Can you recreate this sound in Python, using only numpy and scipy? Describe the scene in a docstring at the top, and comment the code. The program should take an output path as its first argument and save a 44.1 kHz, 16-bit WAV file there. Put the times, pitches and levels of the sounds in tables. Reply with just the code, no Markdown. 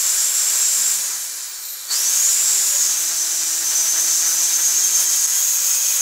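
"""Angle grinder brushing bark

A small workshop, one mono microphone close to an angle grinder wire-brushing the edge of a clamped plank.
It idles, is switched off and coasts down, snaps back up to speed, slows as the brush bites the bark,
then eases off. One spindle speed drives the gear whine and its rattle, the hum of the brush and
the flutter of fan and wires. Near walls add a short tail."""
import sys
import numpy as np
from scipy import signal
from scipy.fft import rfft, irfft, next_fast_len
from scipy.io import wavfile
from scipy.ndimage import uniform_filter1d, minimum_filter1d, map_coordinates

SR = 44100
rng = np.random.default_rng(int(sys.argv[2]) if len(sys.argv) > 2 else 0)


def output_pcm(signal):
    """Save a mono or channel-first signal as 16-bit PCM at the path in sys.argv[1].

    Samples are clipped to [-1, 1] before scaling.
    """
    pcm = np.clip(np.atleast_2d(signal).T, -1, 1) * 32767
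    wavfile.write(sys.argv[1], SR, np.round(pcm).astype(np.int16))


N = 265041

FREE_SPEED = 200  # nominal turns a second with no load
WHEEL_TEETH, PINION_TEETH = 37, 10
ROTOR_RATIO = WHEEL_TEETH / PINION_TEETH  # armature turns per spindle turn
OFF_S, ON_S = .92, 1.885  # the switch is released and pressed again
COAST_DROP_DB, COAST_FADE_S = 8, .24  # effort dies away while coasting
INRUSH_DB, INRUSH_RISE_S, INRUSH_FADE_S = 3, .04, .39  # extra effort of the run-up
GEAR_COAST_SLOPE = 2.4  # dB of whine and rattle lost per dB of effort lost
# laws of level: base level/dB, rise per doubling of speed/dB, dB per dB of effort, change at full load/dB
CASE_LAW = (-28, 5.5, 1.07, 1.47)
FAN_LAW, HISS_LAW = (-38, 5, .55, -.3), (-27, 6, .8, -.6)
BUZZ_LAW, FIZZ_LAW = (-36.5, 6.5, 1.1, 1.2), (-30, 6, .85, 1.2)

# the spindle's course, before the bark makes it waver: t/s, speed/(turns/s)
SPINDLE_SPEED = [(0, 199), (.2, 202.5), (.45, 203.8), (.92, 204.3), (1.5, 128.5), (1.885, 100), (1.92, 121),
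                 (2.0, 152), (2.1, 173), (2.3, 195), (2.48, 204), (2.7, 193.5), (2.92, 172), (3.2, 165.6),
                 (3.5, 162.8), (3.77, 165.6), (4.4, 167.7), (4.78, 175.2), (5.15, 175.5), (5.38, 182.8),
                 (5.7, 179), (6.01, 179.1)]
# unbalance of the brush: multiple of spindle speed, base level/dB, change at full load/dB
UNBALANCE = [(1, -67.5, 4.5), (2, -65.5, 9.8), (3, -63, -1), (4, -64, 5.5), (5, -63, 3)]
# booming resonances of tool and plank: f/Hz, width/Hz, gain/dB
BOOM_MODES = [(328, 18, 6.5), (402, 22, 4), (552, 55, 7.5)]
# the hum swells at one multiple: t/s, half length/s, multiple, level/dB
HUM_SWELLS = [(.81, .04, 1, -55.5), (.96, .08, 1, -59), (2.1, .12, 3, -54.5), (2.56, .14, 1, -56.5),
              (2.6, .055, 2, -48.5), (2.77, .06, 3, -51.5), (3.55, .12, 2, -52), (5.43, .06, 3, -50),
              (5.42, .07, 4, -52.5), (5.92, .05, 3, -54), (5.88, .1, 5, -54)]
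# the pitch that the vents favour: f/Hz, width/Hz, gain/dB
VENT_MODES = [(13470, 520, 12)]
# steel guard and wires sing briefly: t/s, f/Hz, level/dB, half length/s
SQUEALS = [(1.72, 4220, -46, .08), (1.919, 4370, -27, 0.018), (1.922, 4535, -28.5, 0.021),
           (2.07, 4530, -35, .025), (4.84, 3220, -37, 0.018), (5.02, 3290, -39, 0.033),
           (5.03, 3100, -41, .06), (5.14, 3170, -39, 0.02), (5.378, 3270, -40, 0.035),
           (5.78, 5070, -42, .12), (5.82, 2500, -44.5, 0.22), (5.83, 3250, -43, 0.12)]
# scraping as the wires press on the bark: t/s, level/dB
SCRAPE_LEVEL = [(0, -76), (2.5, -74.5), (2.8, -51), (2.95, -46), (3.5, -46.5), (3.9, -44), (5.02, -44),
                (5.24, -46), (5.28, -67.5), (6.01, -59)]
# the brush catches on lumps of bark: t/s, level/dB
BITES = [(3.015, -39.5), (3.125, -39.5), (3.27, -42), (3.42, -39.5), (3.52, -41.5), (3.62, -39),
         (3.73, -37.5), (3.8, -39), (3.864, -38.5), (3.975, -36), (4.09, -36), (4.26, -35), (4.33, -40),
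         (4.425, -36), (4.511, -37), (4.6, -39), (4.7, -40)]
# spectra of brushed bark, fan, windings, vents, carbon brushes and gear case: f/Hz, relative level/dB
BARK_SPECTRUM = [(30, -60), (120, -26), (330, -10), (600, -4), (1000, -4), (1650, 3.5), (2600, -2.5),
                 (5000, 4), (9000, -15), (15000, -14)]
FAN_SPECTRUM = [(25, -60), (60, -43), (110, -27), (240, -14), (320, -13), (420, -10), (540, -6.5),
                (650, -9), (900, -2.5), (1200, 0.5), (1650, 3.5), (2100, -1.5), (3000, -10.5), (6000, -38)]
BUZZ_SPECTRUM = [(40, -60), (200, -33), (600, -8.5), (1500, -14.5), (2300, 0), (3400, 2.5), (4500, -5.5),
                 (7000, -16)]
HISS_SPECTRUM = [(100, -70), (3000, -36), (7500, 2.5), (10000, 4), (11400, 2.5), (13000, 1.5), (14500, -11),
                 (16000, -19.5)]
FIZZ_SPECTRUM = [(1000, -70), (9000, -20), (11500, 0), (13300, 6), (16000, 3)]
CASE_SPECTRUM = [(300, -80), (2500, -57), (3500, -15.5), (4000, -14.5), (4600, -9), (5400, -3), (6300, -1),
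                 (7000, 2), (7500, 0.5), (8100, -3), (9000, -10), (10500, -20.5), (14000, -46)]
# the tool's noise swells or sags: t/s, half length/s, case and fan/dB, buzz and hiss/dB, fizz/dB
SURGES = [(.31, .025, -2.5, 2.5, 1), (1.13, .04, 1.8, 0.5, -1), (2.836, 0.021, 1, -0.5, .5),
          (3.36, 0.22, -1.5, -2, -2), (5.012, .03, 0.5, 3.2, 3), (5.08, .02, -1, -3, -2),
          (5.144, 0.018, 0.5, 3, 2), (5.45, .055, -1.5, -0.3, 7), (5.593, 0.051, -1.2, -1.5, 5),
          (5.69, .045, 0, 1, 6), (5.81, 0.035, -1, -2, 5), (5.93, .045, -1.2, 2.3, 8)]
# pitches that the gear housing favours: f/Hz, width/Hz, gain/dB
HOUSING_MODES = [(6135, 40, -2.5), (6322, 50, -1.5), (6485, 80, -1.5), (6625, 30, -3.5), (6760, 25, -2.5),
                 (7460, 40, -6), (7545, 50, -2)]
# backlash rattle under power: t/s, relative level/dB
RATTLE_LEVEL = [(0, -25.5), (.79, -26.5), (.88, -21), (.97, -27), (1.93, -28.5), (2.25, -21), (2.81, -23),
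                (3.12, -32), (3.88, -26), (4.2, -24), (4.75, -22), (5.15, -22.3), (5.33, -25), (6, -24.5)]
# ringing of the guard: f/Hz, width/Hz, relative level/dB
GUARD_MODES = [(2387, 32, -2.5), (3144, 47, -9), (3290, 33, -7), (3980, 140, 0), (4220, 180, -3),
               (4450, 30, 2), (4580, 86, -4), (5560, 70, -6.5)]
# tones of the armature: multiple of its speed, level against the gear case law/dB
ARMATURE_LINES = [(2, -31), (3, -25.5), (5, -25.5), (6, -36), (12, -15)]


def amp(db):
    """Decibels to gain."""
    return 10 ** (np.asarray(db) / 20)


def unit(x):
    """Scale to rms 1."""
    return x / np.sqrt(np.mean(x ** 2) + 1e-20)


def curve(rows):
    """Join (time, value) points into one value per sample."""
    return np.interp(np.arange(N) / SR, *np.transpose(rows))


def swell(s, half):
    """A bell curve of height 1 around time s; the half length is its standard deviation."""
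    return np.exp(-.5 * ((np.arange(N) / SR - s) / half) ** 2)


def wobble(rate):
    """A smooth random curve of rms 1, rate knots a second."""
    knots = rng.standard_normal(int(N * rate / SR) + 4)
    return unit(map_coordinates(knots, [np.arange(N) * rate / SR]))


def smear(rate):
    """A random complex swing of rms 1, rate knots a second."""
    return (wobble(rate) + 1j * wobble(rate)) / np.sqrt(2)


def ticks(rate, spread_db):
    """Random tiny impacts of unequal size, rate a second."""
    hits = (rng.random(N) < rate / SR) * np.sign(rng.standard_normal(N))
    return hits * amp(spread_db * rng.standard_normal(N))


def throb(angle, depth):
    """A gain that swells once per turn."""
    return 1 + depth * np.cos(angle)


def filtered(x, response):
    """Pass x through a frequency response."""
    size = next_fast_len(N + 8192)
    return irfft(rfft(x, size) * response(np.fft.rfftfreq(size, 1 / SR)), size)[:N]


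def coloured(x, spectrum):
    """Shape x by a spectrum and scale it to rms 1."""
    f, db = np.transpose(spectrum)
    return unit(filtered(x, lambda hz: amp(np.interp(np.log(hz + 1), np.log(f), db))))


def resonances(modes, f):
    """Complex response of a set of modes."""
    return sum(amp(db) * 1j * f * width / (hz * hz - f * f + 1j * f * width) for hz, width, db in modes)


def favour(modes, f):
    """Gain of a tone as it glides across a set of modes."""
    return np.sqrt(sum(amp(db) ** 2 / (1 + (2 * (f - hz) / width) ** 2) for hz, width, db in modes))


def level(law, speed, effort_db, load):
    """The dB of one part, following speed, effort and load."""
    base_db, doubling_db, effort_share, load_db = law
    return base_db + doubling_db * np.log2(speed / FREE_SPEED) + effort_share * effort_db + load_db * load


def surges():
    """Passing changes in dB of gear case and fan, of buzz and hiss, and of the fizz."""
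    return sum(np.outer(parts_db, swell(s, half)) for s, half, *parts_db in SURGES)


def switch():
    """Power (0-1) and the motor's effort in dB, fading as it coasts and overshooting at the restart."""
    t = np.arange(N) / SR
    since_off, since_on = np.maximum(t - OFF_S, 0), np.maximum(t - ON_S, 0)
    restarted = np.clip(since_on / INRUSH_RISE_S, 0, 1)
    coast_db = -COAST_DROP_DB * (1 - np.exp(-since_off / COAST_FADE_S))
    inrush_db = INRUSH_DB * np.exp(-since_on / INRUSH_FADE_S)
    return (t < OFF_S) + restarted, (1 - restarted) * coast_db + restarted * inrush_db


def workshop(x, t60, wet_db):
    """Close walls return a short dense tail to the microphone; gliding tones flicker through it."""
    t = np.arange(SR // 2) / SR
    tail = rng.standard_normal(len(t)) * amp(-60 * t / t60) * (t > .002)
    wet = signal.fftconvolve(x, tail / np.linalg.norm(tail))[:N]
    return (x + amp(wet_db) * wet) / np.sqrt(1 + amp(wet_db) ** 2)


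def brush_hum(angle, speed, effort_db, load):
    """Low underneath, the unbalanced brush shakes tool and plank at the first multiples of its speed."""
    total = np.zeros(N)
    for multiple, base_db, load_db in UNBALANCE:
        k = round(multiple)
        steady_db = level((base_db, 5, .9, load_db), speed, np.minimum(effort_db, 0), load)
        steady = amp(steady_db) * np.hypot(1, favour(BOOM_MODES, k * speed))
        swells = sum(amp(db) * swell(s, half) for s, half, which, db in HUM_SWELLS if round(which) == k)
        roughness = 1 + .12 * k * smear(80)
        shake = np.sqrt(2) * (roughness * np.exp(1j * k * angle)).real
        total += np.hypot(steady, swells) * amp(1.4 * wobble(15)) * shake
    return total


def coast_whistle(angle, speed, powered):
    """With the power off a thin whistle of the rotor falls through the treble."""
    multiple = 32 * ROTOR_RATIO  # 32 cycles per turn of the rotor
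    gain = (1 - powered) * np.hypot(1, favour(VENT_MODES, multiple * speed))
    return gain * amp(-43 + 1.8 * wobble(59.7)) * unit(np.sin(multiple * angle + .5 * wobble(300)))


def squeals():
    """Friction sets thin steel singing hoarsely for a moment."""
    t = np.arange(N) / SR
    total = np.zeros(N)
    for s, hz, db, half in SQUEALS:
        hoarse = (.8 + .6 * smear(90)) * np.exp(2j * np.pi * hz * t)
        total += amp(db) * swell(s, half) * unit(hoarse.real)
    return total


def wires(angle, rasp):
    """At the plank's edge loose wires flick the bark at random; the stiffest tuft strikes once a turn."""
    flicks = ticks(rate=9000, spread_db=4) * throb(angle, depth=.14)
    turns = np.floor((angle + .083 * wobble(150)) / (2 * np.pi))
    strikes = np.diff(turns, prepend=turns[0]) * amp(2 * wobble(200))
    # the tuft knocks in the plank's middle range only
    tuft = filtered(strikes, lambda f: (f / 750) ** 4 / (1 + (f / 750) ** 4) / (1 + (f / 1900) ** 4))
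    bark = .85 * coloured(flicks, BARK_SPECTRUM) + .55 * coloured(tuft, BARK_SPECTRUM)
    return rasp * amp(wobble(30)) * bark


def motor(angle, speed, effort_db, load):
    """The fan rushes and hisses through the vents; the windings buzz and the carbon brushes fizz."""
    state = speed, effort_db, load
    body_db, rush_db, spark_db = surges()
    kick_db = 5.5 * swell(1.92, half=.028)  # the fan whooshes as the motor jumps to life
    fan_db = level(FAN_LAW, *state) + kick_db + body_db + .73 * wobble(20)
    fan = amp(fan_db) * coloured(rng.standard_normal(N) * throb(angle, depth=.032), FAN_SPECTRUM)
    buzz_db = level(BUZZ_LAW, *state) + rush_db + .86 * wobble(20)
    buzz = amp(buzz_db) * coloured(rng.standard_normal(N), BUZZ_SPECTRUM)
    air = ticks(rate=14000, spread_db=4) * throb(angle, depth=.037)
    hiss = amp(level(HISS_LAW, *state) + rush_db) * coloured(air, HISS_SPECTRUM)
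    mains = 2 * np.pi * 100 * np.arange(N) / SR
    sparks = ticks(rate=9000, spread_db=2.5) * throb(mains, depth=.15)
    fizz = amp(level(FIZZ_LAW, *state) + spark_db) * coloured(sparks, FIZZ_SPECTRUM)
    return fan + buzz + amp(.81 * wobble(30)) * (hiss + fizz)


def gear_whine(angle, speed, effort_db):
    """Meshing teeth give a clean whistle whenever their rate meets a pitch of the housing."""
    whine_db = -24 + GEAR_COAST_SLOPE * np.minimum(effort_db, 0)
    tone = np.sqrt(2) * np.sin(WHEEL_TEETH * angle + .22 * wobble(60))
    return amp(whine_db + wobble(25)) * favour(HOUSING_MODES, WHEEL_TEETH * speed) * tone


def gear_rattle(angle, effort_db, load):
    """Free teeth bounce in their backlash and smear the whine; load presses it into narrow sidebands."""
    rattle_db = curve(RATTLE_LEVEL) - 1.2 + GEAR_COAST_SLOPE * np.minimum(effort_db, 0)
    tooth = WHEEL_TEETH * angle
    loose = .82 * smear(600) * np.exp(-1j * angle) + .91 * smear(1300)
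    # the wheel runs slightly out of true: sidebands lie one turn rate apart
    sidebands = zip((-2, -1, 1, 2), (-12, -4, -5, -13))
    tight = sum(amp(db) * (.6 + .8 * smear(45)) * np.exp(1j * k * angle) for k, db in sidebands)
    tight_share = np.clip(.12 + .68 * load, 0, 1)
    bounce = (np.sqrt(1 - tight_share) * loose + np.sqrt(tight_share) * tight) * np.exp(1j * tooth)
    overtone = amp(-11) * load * smear(1100) * np.exp(2j * tooth)
    rattle = amp(rattle_db + wobble(22)) * np.sqrt(2) * (bounce + overtone).real
    return filtered(rattle, lambda f: 1 + resonances(HOUSING_MODES, f))


def gear_case(angle, speed, effort_db, load):
    """Up front, dense metal impacts ring the gear case and guard; the armature adds faint tones."""
    case_db = level(CASE_LAW, speed, effort_db, load) + surges()[0]
    knocks = ticks(rate=18000, spread_db=2.5) * throb(angle, depth=.11)
    guard = unit(filtered(ticks(rate=5000, spread_db=4), lambda f: resonances(GUARD_MODES, f)))
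    guard_db = .24 * case_db - 32.5  # the guard rings on even while coasting
    rotor = angle * ROTOR_RATIO
    armature = sum(amp(db) * np.sqrt(2) * np.sin(round(k) * rotor + .6 * wobble(30))
                   for k, db in ARMATURE_LINES)
    clatter = amp(7 + .83 * wobble(25)) * coloured(knocks, CASE_SPECTRUM)
    return amp(case_db) * (clatter + armature) + amp(guard_db) * guard


def scene():
    """The grinder and its room at the microphone; the scraping sets how hard the brush is loaded."""
    scrape = amp(curve(SCRAPE_LEVEL))
    load = scrape / scrape.max()
    bites = sum(amp(db) * swell(s, half=.018) for s, db in BITES)
    # each bite brakes the spindle a little, and the speed wavers as the brush rides the rough edge
    braking = .013 * (bites / bites.max() - .35 * load) + .003 * load * wobble(22)
    speed = curve(SPINDLE_SPEED) * (1 - braking)
    angle = 2 * np.pi * np.cumsum(speed) / SR
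    powered, effort_db = switch()
    state = speed, effort_db, load
    noises = gear_case(angle, *state) + motor(angle, *state) + wires(angle, scrape + bites)
    gear = gear_whine(angle, speed, effort_db) + gear_rattle(angle, effort_db, load)
    tones = gear + brush_hum(angle, *state) + coast_whistle(angle, speed, powered) + squeals()
    mono = workshop(noises, t60=.083, wet_db=-8) + workshop(tones, t60=.18, wet_db=-10)
    return np.array([mono, mono])


def record(dry):
    """After the microphone: the level dips for an instant, a fast limiter holds peaks, the top is cut."""
    ceiling, top_hz = .5, 15750
    dipped = dry * (1 - .7 * swell(5.268, half=.0025))
    needed = np.minimum(1, ceiling / (np.abs(dipped).max(axis=0) + 1e-9))
    gain = uniform_filter1d(minimum_filter1d(needed, size=65), size=65)
    return np.array([filtered(side, lambda hz: hz < top_hz) for side in dipped * gain])


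dry = scene()
out = record(dry)
output_pcm(out)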